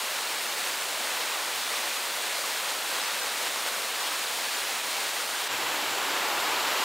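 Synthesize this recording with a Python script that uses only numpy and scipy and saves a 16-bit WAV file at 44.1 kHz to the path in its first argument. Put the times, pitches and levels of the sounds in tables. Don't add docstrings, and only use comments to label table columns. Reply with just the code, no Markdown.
import sys
import numpy as np
from scipy import signal
from scipy.fft import rfft, irfft, next_fast_len
from scipy.io import wavfile

SR = 44100
rng = np.random.default_rng(int(sys.argv[2]) if len(sys.argv) > 2 else 0)


def to_wav(sig):
    pcm = np.clip(np.atleast_2d(sig), -1, 1) * 32767
    pcm = np.round(pcm).astype(np.int16)
    wavfile.write(sys.argv[1], SR, pcm.T)


def ratio(d):
    e = np.asarray(d, float) / 20
    return 10 ** e


N = 301644

# f/Hz, level/dB (per Hz)
CHURN_TONE = [(18, -78), (30, -63), (47, -42), (140, -23), (165, -25.5), (200, -17.5), (417, -8), (504, -4),
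              (700, -3.5), (850, -1.5), (1600, -2.5), (2000, -2.5), (4200, -4), (6300, -13.5)]
# f/Hz, level/dB (per Hz)
SPRAY_TONE = [(3500, -30), (5400, -9.5), (6300, -6), (7050, 0), (7600, -0.5), (8700, 2), (9300, 1),
              (10600, -3), (11700, -3.5), (12300, -4.5), (14500, -5), (15400, -4.5)]
# t/s, flow level/dB, gurgle level/dB
SURGES = [(0.45, 0, -3), (0.6, 1, -1.5), (0.84, -0.9, 2), (1.2, 1.2, 1), (1.38, -0.2, 5.5), (1.56, .3, -3),
          (1.8, 0.6, .4), (2.04, -0.6, 1), (2.64, -0.5, 3), (3.0, 0.5, -1.5), (3.45, 1.2, -2.5),
          (3.72, 0, 1.8), (3.84, -0.2, 0), (4.1, 1, 2), (4.32, 0.4, -1), (4.68, 0.9, -2), (5.04, 1.6, -2),
          (5.28, 0.4, -1), (5.42, 0.3, 2), (2.4, .5, -2.5), (2.95, 0.7, 2), (3.24, 0.5, 0.5)]
# t/s, level/dB
TEARS = [
    (.555, -2.5),
    (.82, 1.5),
    (1.52, 0),
    (2.62, -1.5),
    (3.68, 3),
    (3.93, -1.5),
    (4.1, -2),
    (4.82, -1.5),
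    (5.12, -1.5),
]
# t/s, peak level/dB, f/Hz
GLUGS = [(0.06, -25, 990), (0.261, -25, 2580), (0.821, -25, 2540), (0.943, -24, 980), (1.07, -21, 1420),
         (1.148, -24, 1700), (1.316, -20, 2430), (1.397, -25, 2320), (1.665, -20, 2270), (1.734, -22, 1156),
         (1.827, -26, 1190), (1.912, -20, 2340), (1.966, -23, 1160), (2.348, -23, 2050), (2.438, -21, 1090),
         (2.959, -22.5, 1020), (3.084, -22, 1280), (3.167, -28, 1600), (3.218, -22, 1550),
         (3.563, -31, 804), (3.621, -28, 820), (3.683, -23, 1470), (4.114, -25, 1240), (4.387, -24, 2050),
         (4.483, -22, 1630), (4.7, -27, 1710), (5.199, -26, 1350), (5.346, -19, 1550)]
# t/s, lowest band f/Hz, number of bands
WIDE_FLECKS = [(.235, 11020, 1), (.49, 4480, 3), (.815, 5510, 2), (1.326, 8960, 1), (1.628, 4480, 3),
               (1.651, 6890, 2), (1.976, 4130, 3), (2.324, 9650, 1), (2.557, 8960, 1), (4.414, 11020, 1),
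               (2.858, 13090, 1), (3.021, 4130, 3), (3.067, 5510, 2), (3.207, 5170, 1), (3.23, 4130, 3),
               (3.3, 13780, 1), (3.416, 14470, 1), (3.601, 11020, 2), (3.718, 13780, 1), (3.81, 6890, 1),
               (4.019, 4130, 2), (4.043, 6890, 2), (4.228, 4130, 1), (4.321, 7580, 2), (4.553, 4820, 2),
               (4.67, 7580, 1), (5.366, 6200, 2), (6.016, 6890, 1), (6.295, 4130, 1), (6.55, 7580, 2)]
# f/Hz, level/dB (per Hz)
ROAR_TONE = [(18, -71), (30, -54), (75, -38), (98, -27), (172, -24), (292, -8.5), (473, -6), (691, -4),
             (872, -0.5), (1250, -2), (1800, -4.5), (2890, -5), (4300, -8.5), (6300, -18)]
# f/Hz, level/dB (per Hz)
HISS_TONE = [(3500, -30), (5400, -8), (6400, -6), (7100, 2.5), (7600, 2), (8400, -0.5), (10200, -1.5),
             (10900, -2), (11600, -3), (12600, -1.5), (13400, -5), (14200, -3), (15500, -5)]
# t/s, roar level/dB, tyre drone level/dB (against roar)
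APPROACH = [
    (5.495, -29, -2),
    (5.6, -30, -0.5),
    (5.85, -29.5, -1),
    (6.0, -30, 1),
    (6.15, -28.5, -0.2),
    (6.31, -29.5, 1.5),
    (6.6, -28.5, 0.3),
    (6.75, -27.5, 0),
    (6.84, -27.5, 1),
]
# t/s, level/dB
BOOMS = [
    (5.53, -59),
    (5.67, -60),
    (5.91, -61),
    (6.12, -68),
    (6.38, -66),
    (6.53, -75),
    (6.74, -66),
]

CUT_S = 5.484
TOP_HZ = 15760


def rms_one(x):
    return x / np.sqrt(np.mean(x ** 2) + 1e-20)


def in_time(rows):
    s, *columns = np.transpose(rows)
    return [np.interp(np.arange(N) / SR, s, c) for c in columns]


def bumps(at_s, heights, width_s):
    out = np.zeros(N)
    for s, height in zip(at_s, heights):
        first = max(round((s - 4 * width_s) * SR), 0)
        last = min(round((s + 4 * width_s) * SR), N)
        i = np.arange(first, last)
        out[i] += height * np.exp(-.5 * ((i / SR - s) / width_s) ** 2)
    return out


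def drift(rate_hz):
    hop = 40
    r = np.exp(-2 * np.pi * hop * rate_hz / SR)
    noise = rng.standard_normal(N // hop + 2002)
    slow = signal.lfilter([1], [1, -2 * r, r * r], noise)[2000:]
    return np.interp(np.arange(N) / hop, np.arange(len(slow)), rms_one(slow))


def colour(x, spectrum):
    size = next_fast_len(N)
    hz = np.maximum(np.arange(size // 2 + 1) * SR / size, 1)
    table = np.array(spectrum)
    level_db = np.interp(np.log(hz), np.log(table[:, 0]), table[:, 1])
    fall_db = 50 * np.maximum(np.log2(hz / table[-1, 0]) - .04, 0)
    gain = ratio(level_db - fall_db) * (hz < TOP_HZ)
    return rms_one(irfft(rfft(x, size) * gain, size)[:N])


def swell(x, share_db, low_hz, high_hz):
    sos = signal.butter(1, [low_hz, high_hz], "band", fs=SR, output="sos")
    return x + (ratio(share_db) - 1) * signal.sosfilt(sos, x)


def rush(surge_db, patchy_db):
    out = 0
    surge = drift(7) + .7 * drift(25)
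    edges = 20 * 2 ** np.arange(0, 10.1, .5)
    white, shared = rng.standard_normal((2, N)), drift(6)
    for k, (low, high) in enumerate(zip(edges, edges[1:])):
        sos = signal.butter(2, [low, high], "band", fs=SR, output="sos")
        band = signal.sosfilt(sos, white[k % 2])
        before, shared = shared, drift(1.45)
        patches = before + shared + 0.72 * drift(22)
        brightness = np.clip(low / 4000, .1, 1.3)
        out = out + band * ratio(surge_db * brightness * surge + patchy_db * patches)
    return rms_one(out)


def bubbles(per_s, cycles, size_db, clump_db):
    pitches_hz = np.geomspace(200, 15000, 36)
    slots = N // 8
    sizes = ratio(size_db * np.minimum(rng.exponential(1, (36, slots)), 4))
    chance, signs = rng.random(sizes.shape), rng.choice([-1, 1], sizes.shape)
    births_at = np.arange(slots) * 8 + rng.integers(0, 8, slots)
    clumps = ratio(clump_db * drift(9))[:slots * 8:8]
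    out = np.zeros(N)
    for k, hz in enumerate(pitches_hz):
        clicks = np.full(N, 1e-18)
        born = chance[k] < 8 * per_s * (hz / 1000) * clumps / SR
        clicks[births_at] += sizes[k] * signs[k] * born
        r, w = ratio(-60 * hz / (cycles * SR)), 2 * np.pi * hz / SR
        ringing = signal.lfilter([0, np.sin(w)], [1, -2 * r * np.cos(w), r * r], clicks)
        out += np.sqrt(hz) * rms_one(ringing)
    return rms_one(out)


def jet(wash):
    churn_db, spray_db, surge_s, tear_s = -32, -38, 0.057, .01
    s, flow, gurgle = np.transpose(SURGES)
    flow_db, gurgle_db = bumps(s, flow, surge_s), bumps(s, gurgle, surge_s)
    tear_db = bumps(*np.transpose(TEARS), tear_s)
    foam = wash + ratio(-6.0) * bubbles(per_s=45, cycles=15.8, size_db=2.0, clump_db=2.5)
    churn = swell(colour(foam, CHURN_TONE), 0.66 * gurgle_db, 830, 1330)
    spray_level = ratio(spray_db + 0.64 * flow_db + 0.25 * drift(4.3))
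    spray = spray_level * colour(foam, SPRAY_TONE)
    return ratio(tear_db) * (ratio(churn_db + flow_db) * churn + spray)


def glugs(cycles, rise, below_db):
    out, t = np.zeros(N), np.arange(SR // 20) / SR
    for s, peak_db, hz in GLUGS:
        fade = ratio(-60 * t * hz / cycles) * (1 - np.exp(-t * hz * 2))
        ring = np.sin(2 * np.pi * hz * t * (1 + rise * t * hz / cycles))
        out[round(s * SR):][:len(t)] += ratio(peak_db - below_db) * fade * ring
    return out


def fleck_bands():
    bands = []
    for (s, low_hz, count), chance in zip(WIDE_FLECKS, rng.random((len(WIDE_FLECKS), 2, 3))):
        widths_hz = np.interp(chance[0], [0, 1], (1150, 2400))
        gaps_hz = np.interp(chance[1], [0, 1], (3600, 5600))
        lows_hz = low_hz + np.cumsum(gaps_hz) - gaps_hz[0]
        for low, width in zip(lows_hz[:count], widths_hz):
            bands.append((s, low, min(low + width, TOP_HZ)))
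    return bands


def wide_flecks(x):
    frame, grid = 2048, 105
    half = frame // 2
    out, n = x.copy(), np.arange(frame) + .5
    window = np.sin(np.pi * n / frame)
    for s, low_hz, high_hz in fleck_bands():
        start = grid + half * round((s * SR - grid) / half - 1)
        lines = np.arange(round(low_hz * frame / SR), round(high_hz * frame / SR)) + .5
        waves = window * np.cos(np.pi / half * np.outer(lines, n + half / 2))
        same, left, right = (waves @ x[0, start + k * frame:][:frame] for k in (0, 1, 2))
        out[:, start:start + frame] += 2 / half * np.array([left - same, right - same]) @ waves
    return out


def canal_bank(wash):
    roar_db, drone_db = in_time(APPROACH)
    t = np.arange(N) / SR
    hiss_rise_db = 2.5 * np.maximum(t - 6.26, 0)
    hiss_dip_db = 2.5 * np.clip(1 - (t - CUT_S) / 0.035, 0, 1)
    hiss_db = -39 + hiss_rise_db - hiss_dip_db
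    roar = swell(colour(wash, ROAR_TONE), 1.3 * drone_db, 540, 1400)
    return ratio(roar_db) * roar + ratio(hiss_db) * colour(wash, HISS_TONE)


def motor():
    motor_hz, beat_hz, beat_null_s, boom_s = 64.0, 2.2, 5.825, 0.031
    t = np.arange(N) / SR - beat_null_s
    first = ratio(-71 + 3 * t) * np.sin(np.pi * beat_hz * t)
    s, db = np.transpose(BOOMS)
    second = ratio(-79) + bumps(s, ratio(db), boom_s)
    third = ratio(-68 + 2 * drift(6.0))
    turn = 2 * np.pi * np.cumsum(motor_hz * (1 + 0.0038 * drift(1.6))) / SR
    orders = first * np.sin(turn) + second * np.sin(2 * turn) + third * np.sin(3 * turn)
    return np.sqrt(2) * orders


def scene():
    wash = rush(surge_db=0.01, patchy_db=0.12)
    since = np.arange(N) / SR - CUT_S
    near = np.clip(-since / .008, 0, 1)
    far = (1 - near) * np.interp(since, [0, .035], [.6, 1])
    trough = near * jet(wash) + glugs(cycles=63, rise=0.19, below_db=6.5)
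    bank = far * (canal_bank(wash[::-1]) + motor())
    mono = trough + bank
    return np.array([mono, mono])


def low_pass(x):
    return signal.sosfilt(signal.butter(12, 15850, fs=SR, output="sos"), x)


def record(dry):
    mix = wide_flecks(dry)
    return low_pass(mix)


dry = scene()
out = record(dry)
to_wav(out)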